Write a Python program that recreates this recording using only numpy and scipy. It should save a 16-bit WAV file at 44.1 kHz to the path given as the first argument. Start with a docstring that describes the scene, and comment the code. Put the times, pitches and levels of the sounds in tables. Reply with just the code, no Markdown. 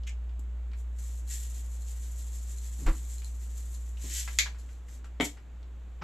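"""A plastic salt shaker close to a stereo microphone in a small kitchen, over the low hum of an appliance.
Salt is a rain of tiny impacts: it slides down the tube, is shaken out in a quick, even beat and slides back.
Filtered cracks and damped modes make the lid snapping shut and the shaker put down on the wooden counter.
Before the shaking the hinge scrapes open; partway through it something bumps the microphone.
Light ticks, dull handling, a hum from one sine and soft coloured noise fill the rest."""
import sys
import numpy as np
from scipy import signal
from scipy.io import wavfile
from scipy.ndimage import uniform_filter1d

SR = 44100
rng = np.random.default_rng(int(sys.argv[2]) if len(sys.argv) > 2 else 0)


def output_pcm(signal):
    """Save a mono or channel-first signal as 16-bit PCM at the path in sys.argv[1].

    Samples are clipped to [-1, 1] before scaling.
    """
    pcm = np.clip(np.atleast_2d(signal).T, -1, 1) * 32767
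    wavfile.write(sys.argv[1], SR, np.round(pcm).astype(np.int16))


N = 265923
TIME = np.arange(N) / SR  # s


def salt():
    """Grains patter on the plastic wall in uneven clumps; fine hiss and the tube's rush follow one flow."""
    # salt sliding along the tube as it is turned: peak t/s, level/dB before trim, half-length/s
    slide_rows = [(0.797, -58.5, 0.023), (1.065, -52.5, 0.074), (1.168, -55, 0.048), (1.33, -39, 0.036),
                  (1.39, -46, 0.092), (4.068, -45.5, 0.062), (4.166, -35, 0.067), (4.305, -50, 0.14),
                  (4.602, -59.5, 0.022), (4.711, -65, 0.083), (4.933, -58, 0.047)]
    # salt thrown up inside the tube by a jolt: t/s, level/dB before trim, rise/s, decay constant/s
    jolts = [(0.392, -53, .002, .007), (0.985, -50, 0.0016, 0.019), (1.293, -53, 0.013, 0.017),
             (2.862, -46.5, 0.0035, 0.014), (4.395, -44.5, .01, 0.012), (4.884, -61, 0.0023, 0.0091),
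             (5.043, -61.5, 0.0037, 0.017), (5.203, -40, 0.0076, 0.04), (5.238, -34.5, .016, 0.0083)]
    # colour of the fine patter: f/Hz, relative level/dB
    hiss = [(1760, -31.5), (3000, -31), (3790, -28), (4060, -20.5), (5060, -25.5), (7030, 5), (7480, 4.5),
            (7960, 2), (8640, -6), (9780, -14), (10900, -7), (11500, -5), (13000, -11.5), (14600, -36.5),
            (15500, -49.5)]
    # colour of the rush in the tube: f/Hz, relative level/dB
    tube = [(900, -37), (1700, -8.5), (1920, -5), (2200, -7.5), (3500, -4.5), (5000, -6), (6200, 0.5),
            (8500, -27.5), (12000, -36)]
    # modes rung by a single crystal: f/Hz, relative level/dB, t60/s
    ping = [(4140, -4, .012), (7120, 1.5, .009), (11100, -4, .007)]
    # the largest crystals striking: t/s, level/dB
    crystals = [(3.183, -51), (3.246, -48.5), (3.747, -54.5)]

    slide_power = sum((amp(db) * surge(TIME - s, half)) ** 2 for s, db, half in slide_rows)
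    # loose grains stir while the shaker is in the hand: a flat-topped swell
    held_s, held_half_s = 2.82, 1.82
    stir = amp(-64) * surge((TIME - held_s) ** 2, held_half_s ** 2)
    flow = np.sqrt(shaking() + slide_power + stir ** 2)

    rough = uniform_filter1d(rng.standard_normal(N), size=400)
    clumps = unit(uniform_filter1d(rough, size=300))
    flow = flow * amp(0.86 * clumps) + swells(jolts)
    fullness = flow / flow.max()

    fine = colour(grains(per_s=8500, spread_db=5.0), hiss)
    # turned upright at 3.95 s: the tube rushes more when the salt lands on its hard base
    upright_s, tube_at_lid_db, tube_at_base_db = 3.95, -8, -4
    tube_db = np.where(TIME < upright_s, tube_at_lid_db, tube_at_base_db)
    heap = colour(grains(per_s=6400, spread_db=2.5), tube) * amp(tube_db)

    # single crystals ping out while the stream is thin
    struck = signal.oaconvolve(grains(per_s=48, spread_db=6.5), ring(ping))[:N]
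    pings = unit(struck) * amp(-13.5) * (1 - fullness) ** 2
    out = flow * (fine + heap + pings) * amp(-2.0)  # trim
    for s, db in crystals:
        add(out, s, amp(db) * ring(ping))
    return kitchen(out, wet_db=-5.5, pan_db=1.5)


def shaking():
    """Forward strokes throw salt at the lid, each return throws a little back; gives the power of the flow."""
    # strength of the shaking, silent outside these times: t/s, level/dB before trim
    effort_rows = [(1.42, -60), (1.53, -45), (1.6, -50.5), (1.7, -54.5), (1.89, -50.5), (3.15, -49),
                   (3.37, -57), (3.6, -50.5), (3.86, -55.5), (3.98, -75)]
    shake_hz, first_shake_s = 6.5, 1.584  # the wrist's steady beat, and the peak of one forward stroke
    stroke_s, return_s, return_db = 0.044, 0.017, -3  # half-lengths of the surges; level of the return
    dribble_db = -9  # salt that keeps running between strokes
    uneven_db = 0.35  # strokes differ a little in strength

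    beats = (TIME - first_shake_s) * shake_hz
    stroke = np.round(beats - np.floor(beats[0])).astype(int)
    strength = amp(uneven_db * rng.standard_normal(size=64))[stroke]
    forward = strength * surge((beats - np.round(beats)) / shake_hz, stroke_s)
    back = amp(return_db) * surge((beats % 1 - .5) / shake_hz, return_s)
    effort = amp(np.interp(TIME, *np.transpose(effort_rows), left=-np.inf, right=-np.inf))
    return effort ** 2 * (forward ** 2 + back ** 2 + amp(dribble_db) ** 2)


def lid():
    """The hinge scrapes open as dense grains; later the catches snap shut and the lid's modes ring."""
    # the hinge scraping: t/s, level/dB, rise/s, decay constant/s
    hinge = [(0.066, -42.5, 0.01, 0.012), (0.092, -48, 0.0019, 0.005)]
    # colour of the scrape: f/Hz, relative level/dB
    hinge_colour = [(710, -51), (1200, -38), (1680, -8), (1830, -9), (2090, -6), (2790, -2.5), (4660, -18),
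                    (6540, -6.5), (7870, -11.5), (10100, -36), (11500, -21), (14000, -43)]
    # catches snapping home: t/s, level/dB before trim
    snaps = [(4.3875, -21.5), (4.389, -21.5), (4.395, -29.5)]
    # colour of the snap: f/Hz, relative level/dB
    lid_colour = [(200, -20), (700, -17.5), (1300, -9.5), (2150, 2.5), (2700, -5.5), (3900, 0), (5000, -11),
                  (6200, -2), (7400, -2), (8300, -17.5), (9600, -30.5), (11000, -14.5), (13000, -22),
                  (14500, -52)]
    # modes of the lid: f/Hz, relative level/dB, t60/s
    lid_modes = [(1735, -8, 0.054), (2183, 2, 0.03), (3250, -12, 0.022), (4320, -12, .04)]

    scrape = colour(grains(per_s=5700, spread_db=2.5), hinge_colour) * swells(hinge)
    out = kitchen(scrape, wet_db=-5.5, pan_db=0.0)
    for s, db in snaps:  # each snap gets its own random echoes, so no comb colour lingers
        snap = np.zeros(N)
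        contact = crack(lid_colour, t60=0.006, crunch_db=1.0)
        add(snap, s, amp(db) * (contact + amp(-10.5) * ring(lid_modes)))
        out += kitchen(snap * amp(-0.5), wet_db=-1.5, pan_db=1.5)
    return out


def knocks():
    """The base lands on one edge and rocks flat: the counter's modes thud and the shaker clacks."""
    # hard things meeting the counter: t/s, thud level/dB and clack level/dB, both before trim
    knock_rows = [(5.2001, -26.5, -32.5), (5.2087, -44.5, -26.5), (5.225, -32, -41)]
    # modes of the wooden counter: f/Hz, relative level/dB, t60/s
    counter = [(157, 3, 0.063), (293, 8, 0.15), (354, 0, 0.066), (430, 4.5, 0.052), (699, -1.5, 0.17),
               (900, 0, 0.034), (1360, -9, 0.037)]
    # modes of the shaker: f/Hz, relative level/dB, t60/s
    base = [(1570, -2, 0.1), (2013, 13, 0.035), (2260, 10, 0.087), (2880, -15, .04), (3490, -8, 0.03),
            (4130, -18, 0.031)]
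    # colour of the clack: f/Hz, relative level/dB
    knock_colour = [(290, -27), (500, -2.5), (1520, -10), (1990, 0.5), (2500, -10.5), (3370, -3),
                    (4540, -21.5), (7260, -23), (11400, -45), (13000, -47), (15000, -70)]

    thuds, clacks = np.zeros((2, N))
    for s, thud_db, clack_db in knock_rows:
        add(thuds, s, amp(thud_db) * ring(counter))
        contact = crack(knock_colour, t60=0.02, crunch_db=5.5)
        add(clacks, s, amp(clack_db) * (contact + amp(-4.0) * ring(base)))
    thuds_in_room = kitchen(thuds * amp(4.0), wet_db=-0.5, pan_db=0.3)
    return thuds_in_room + kitchen(clacks * amp(-0.5), wet_db=-3.0, pan_db=2.5)


def ticks():
    """Small contacts on the plastic, each a broad resonance; the lower it is, the longer it rings."""
    # light ticks of fingers and lid: t/s, level/dB before the treble is dulled, centre f/Hz
    tick_rows = [(0.035, -59, 3630), (0.293, -65, 2600), (0.716, -62, 2470), (0.734, -55, 2020),
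                 (3.22, -55, 2530), (3.972, -56, 3300), (4.277, -39, 1810), (4.46, -39, 1600),
                 (4.547, -54.5, 1560), (4.69, -59.5, 1980), (4.884, -61.5, 2060), (5.044, -52, 1550),
                 (5.372, -54.5, 1630), (5.629, -63.5, 3610)]
    # a tick's resonance: multiple of its centre frequency, relative level/dB
    tick_shape = [(.17, -24.5), (.53, -10.5), (1, -3), (1.4, -9), (2.2, -16.5), (4, -21)]
    # ring time falls with this power of the pitch, towards a minimum
    min_t60_s, extra_t60_s, ref_hz, damping = .015, .08, 1700, 3

    out = np.zeros(N)
    for s, db, hz in tick_rows:
        hump = [(hz * multiple, shape_db) for multiple, shape_db in tick_shape]
        t60 = min_t60_s + extra_t60_s * (ref_hz / hz) ** damping
        add(out, s, amp(db) * crack(hump, t60, crunch_db=7))
    dulled = signal.sosfilt(signal.butter(6, 8000, fs=SR, output="sos"), out)
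    return kitchen(dulled + amp(-26.5) * out, wet_db=-4, pan_db=1.5)


def bump():
    """A soft touch sways the microphone, scuffs its housing and rings its mount; handling adds dull bumps."""
    # scuffs against the microphone: t/s, level/dB, rise/s, decay constant/s
    scuffs = [(2.86, -33.5, 0.0091, 0.032), (2.882, -44, 0.0088, 0.01), (6.012, -36.5, 0.015, 0.034)]
    # colour of the scuffs: f/Hz, relative level/dB
    scuff_colour = [(70, -6), (150, -3.5), (220, -4.5), (310, 0.5), (420, -13), (540, -15), (1150, -7.5),
                    (2300, -15.5), (3500, -25.5), (6000, -28), (9000, -60)]
    # dull handling bumps: t/s, level/dB, rise/s, decay constant/s
    handling = [(0.39, -49.5, 0.0044, 0.0047), (2.77, -44, 0.09, 0.064), (4.035, -46, 0.0086, 0.051)]
    # colour of the handling: f/Hz, relative level/dB
    dull = [(40, -9), (140, -0.5), (290, -3), (500, -17), (3000, -39.5)]
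    # modes of the microphone's mount: f/Hz, relative level/dB, t60/s
    mount = [(322, -2, 0.24), (525, -5, 0.14), (1180, -12, .06)]

    out = colour(grains(per_s=3000, spread_db=-1.5), scuff_colour) * swells(scuffs)
    out += colour(rng.standard_normal(N), dull) * swells(handling)
    bump_s, bump_hz, length_s = 2.859, 31, .074
    t = TIME[:round(length_s * SR)]
    arch = np.sin(np.pi * (t / length_s) ** 0.8)
    add(out, bump_s, amp(-15.5) * np.sin(2 * np.pi * bump_hz * t) * arch)
    mount_s, mount_db = 2.879, -33.5
    add(out, mount_s, amp(mount_db) * ring(mount))
    return np.array([out, out])  # carried through the housing, alike at both ears


def background():
    """An appliance motor hums as one sine of drifting level under soft room noise."""
    # rms level of the hum: t/s, level/dB
    hum_rows = [(0.05, -34.5), (4.38, -36), (4.85, -42.5), (5.2, -40.5), (5.4, -47), (5.56, -41.5)]
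    # colour of the room noise: f/Hz, relative level/dB
    air = [(30, -15.5), (90, -19), (150, -21.5), (300, -27.5), (600, -33), (1500, -38), (3800, -46),
           (5200, -56.5), (7400, -46), (9500, -65.5), (11500, -57.5), (15500, -67)]
    hum_hz, air_db = 59.4, -57

    s, db = np.transpose(hum_rows)
    hum = np.sqrt(2) * amp(np.interp(TIME, s, db)) * np.sin(2 * np.pi * hum_hz * TIME)
    mid, side = (colour(rng.standard_normal(N), air) for _ in range(2))
    return hum + amp(air_db) * (mid + amp(-8) * np.array([side, -side]))


def kitchen(x, wet_db, pan_db, size=256):
    """Direct sound and dense echoes from counter and cupboards; the bass is nearly alike at both ears."""
    # how much the echoes differ between the ears: f/Hz, side level/dB
    width = [(200, -21.5), (800, -10.5), (2400, 1.5), (7000, -5), (12000, 1)]
    # decay of the echoes: f/Hz, t60/s
    room = [(200, 0.2), (1500, 0.18), (4000, 0.21), (10000, 0.17)]

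    t = TIME[:SR // 2]
    hits = (rng.random((2, len(t))) < 5000 / SR) * (t > .002)  # 5000 echoes/s, none in the first 2 ms
    taps = rng.choice([-1, 1], (2, len(t))) * hits
    hz, at, (mid, side) = signal.stft(taps, SR, nperseg=size)
    side = side * amp(read(width, hz))[:, None]
    ears = np.array([mid + side, mid - side]) * amp(-60 * at / read(room, hz)[:, None])
    tail = signal.istft(ears, SR, nperseg=size)[1]
    echoes = signal.fftconvolve(x[None], tail / np.linalg.norm(tail.mean(0)), axes=1)[:, :N]
    blend = (x + amp(wet_db) * echoes) / np.hypot(1, amp(wet_db))
    return blend * amp([[pan_db / 2], [-pan_db / 2]])  # positive pan: first channel louder


def grains(per_s, spread_db):
    """A steady rain of tiny impacts with exponentially spread dB sizes, scaled to rms 1."""
    size = amp(spread_db * np.minimum(rng.exponential(1, N), 4))
    return unit(size * rng.choice([-1, 1], N) * (rng.random(N) < per_s / SR))


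def crack(points, t60, crunch_db):
    """A sharp contact followed by a brief crunch, in the given colour."""
    push = fade(t60) * rng.choice([-1, 1], len(fade(t60)))
    push = push / np.linalg.norm(push) * amp(crunch_db)
    push[0] = 1
    return blow(colour(push, points))


def ring(modes):
    """Damped modes set off together, with alternating sign."""
    t = TIME[:SR // 3]
    total = np.zeros(len(t))
    for k, (hz, db, t60) in enumerate(modes):
        total += amp(db) * fade(t60) * np.sin(2 * np.pi * hz * t) * (-1) ** k
    return blow(total)


def colour(x, points, size=4096):
    """Causal minimum-phase filter of unit energy with the given spectrum."""
    log_gain = np.log(amp(read(points, abs(np.fft.fftfreq(size, 1 / SR)))))
    taps = np.fft.ifft(np.exp(np.conj(signal.hilbert(log_gain)))).real[:size // 2]
    return signal.oaconvolve(x, taps / np.linalg.norm(taps))[:len(x)]


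def swells(rows):
    """Envelope of bursts that rise in a straight line and die away exponentially."""
    total = np.zeros(N)
    for s, db, rise, decay in rows:
        attack = np.clip((TIME - s) / rise, 0, 1)
        total += amp(db) * attack * np.exp(-np.maximum(TIME - s - rise, 0) / decay)
    return total


def surge(s, half):
    """A smooth swell around s = 0, down to 1/e at the half-length."""
    return np.exp(-(s / half) ** 2)


def fade(t60):
    """A dying envelope, 60 dB down after t60."""
    return amp(-60 * TIME[:SR // 3] / t60)


def blow(x):
    """Scales a short sound to the energy of 10 ms at rms 1."""
    return x / np.linalg.norm(x) * np.sqrt(SR / 100)


def amp(db):
    """Decibels to gain."""
    return 10 ** (np.asarray(db) / 20)


def unit(x):
    """Scales to rms 1."""
    return x / np.sqrt(np.mean(x ** 2) + 1e-20)


def read(points, hz):
    """A spectrum's value on a log-frequency axis."""
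    f, value = np.transpose(points)
    return np.interp(np.log(hz + 1), np.log(f), value)


def add(mix, s, sound):
    """Mixes a sound in at time s, in place."""
    part = mix[max(round(s * SR), 0):][:len(sound)]
    part += sound[:len(part)]


def scene():
    """Everything heard at the counter."""
    return salt() + lid() + knocks() + ticks() + bump() + background()


def record(dry):
    """The recorder's band limit: a steep low-pass at 15.4 kHz."""
    taps = signal.firwin(511, 15400, window=("kaiser", 9), fs=SR)
    return signal.oaconvolve(dry, taps[None], "same")


dry = scene()
out = record(dry)
output_pcm(out)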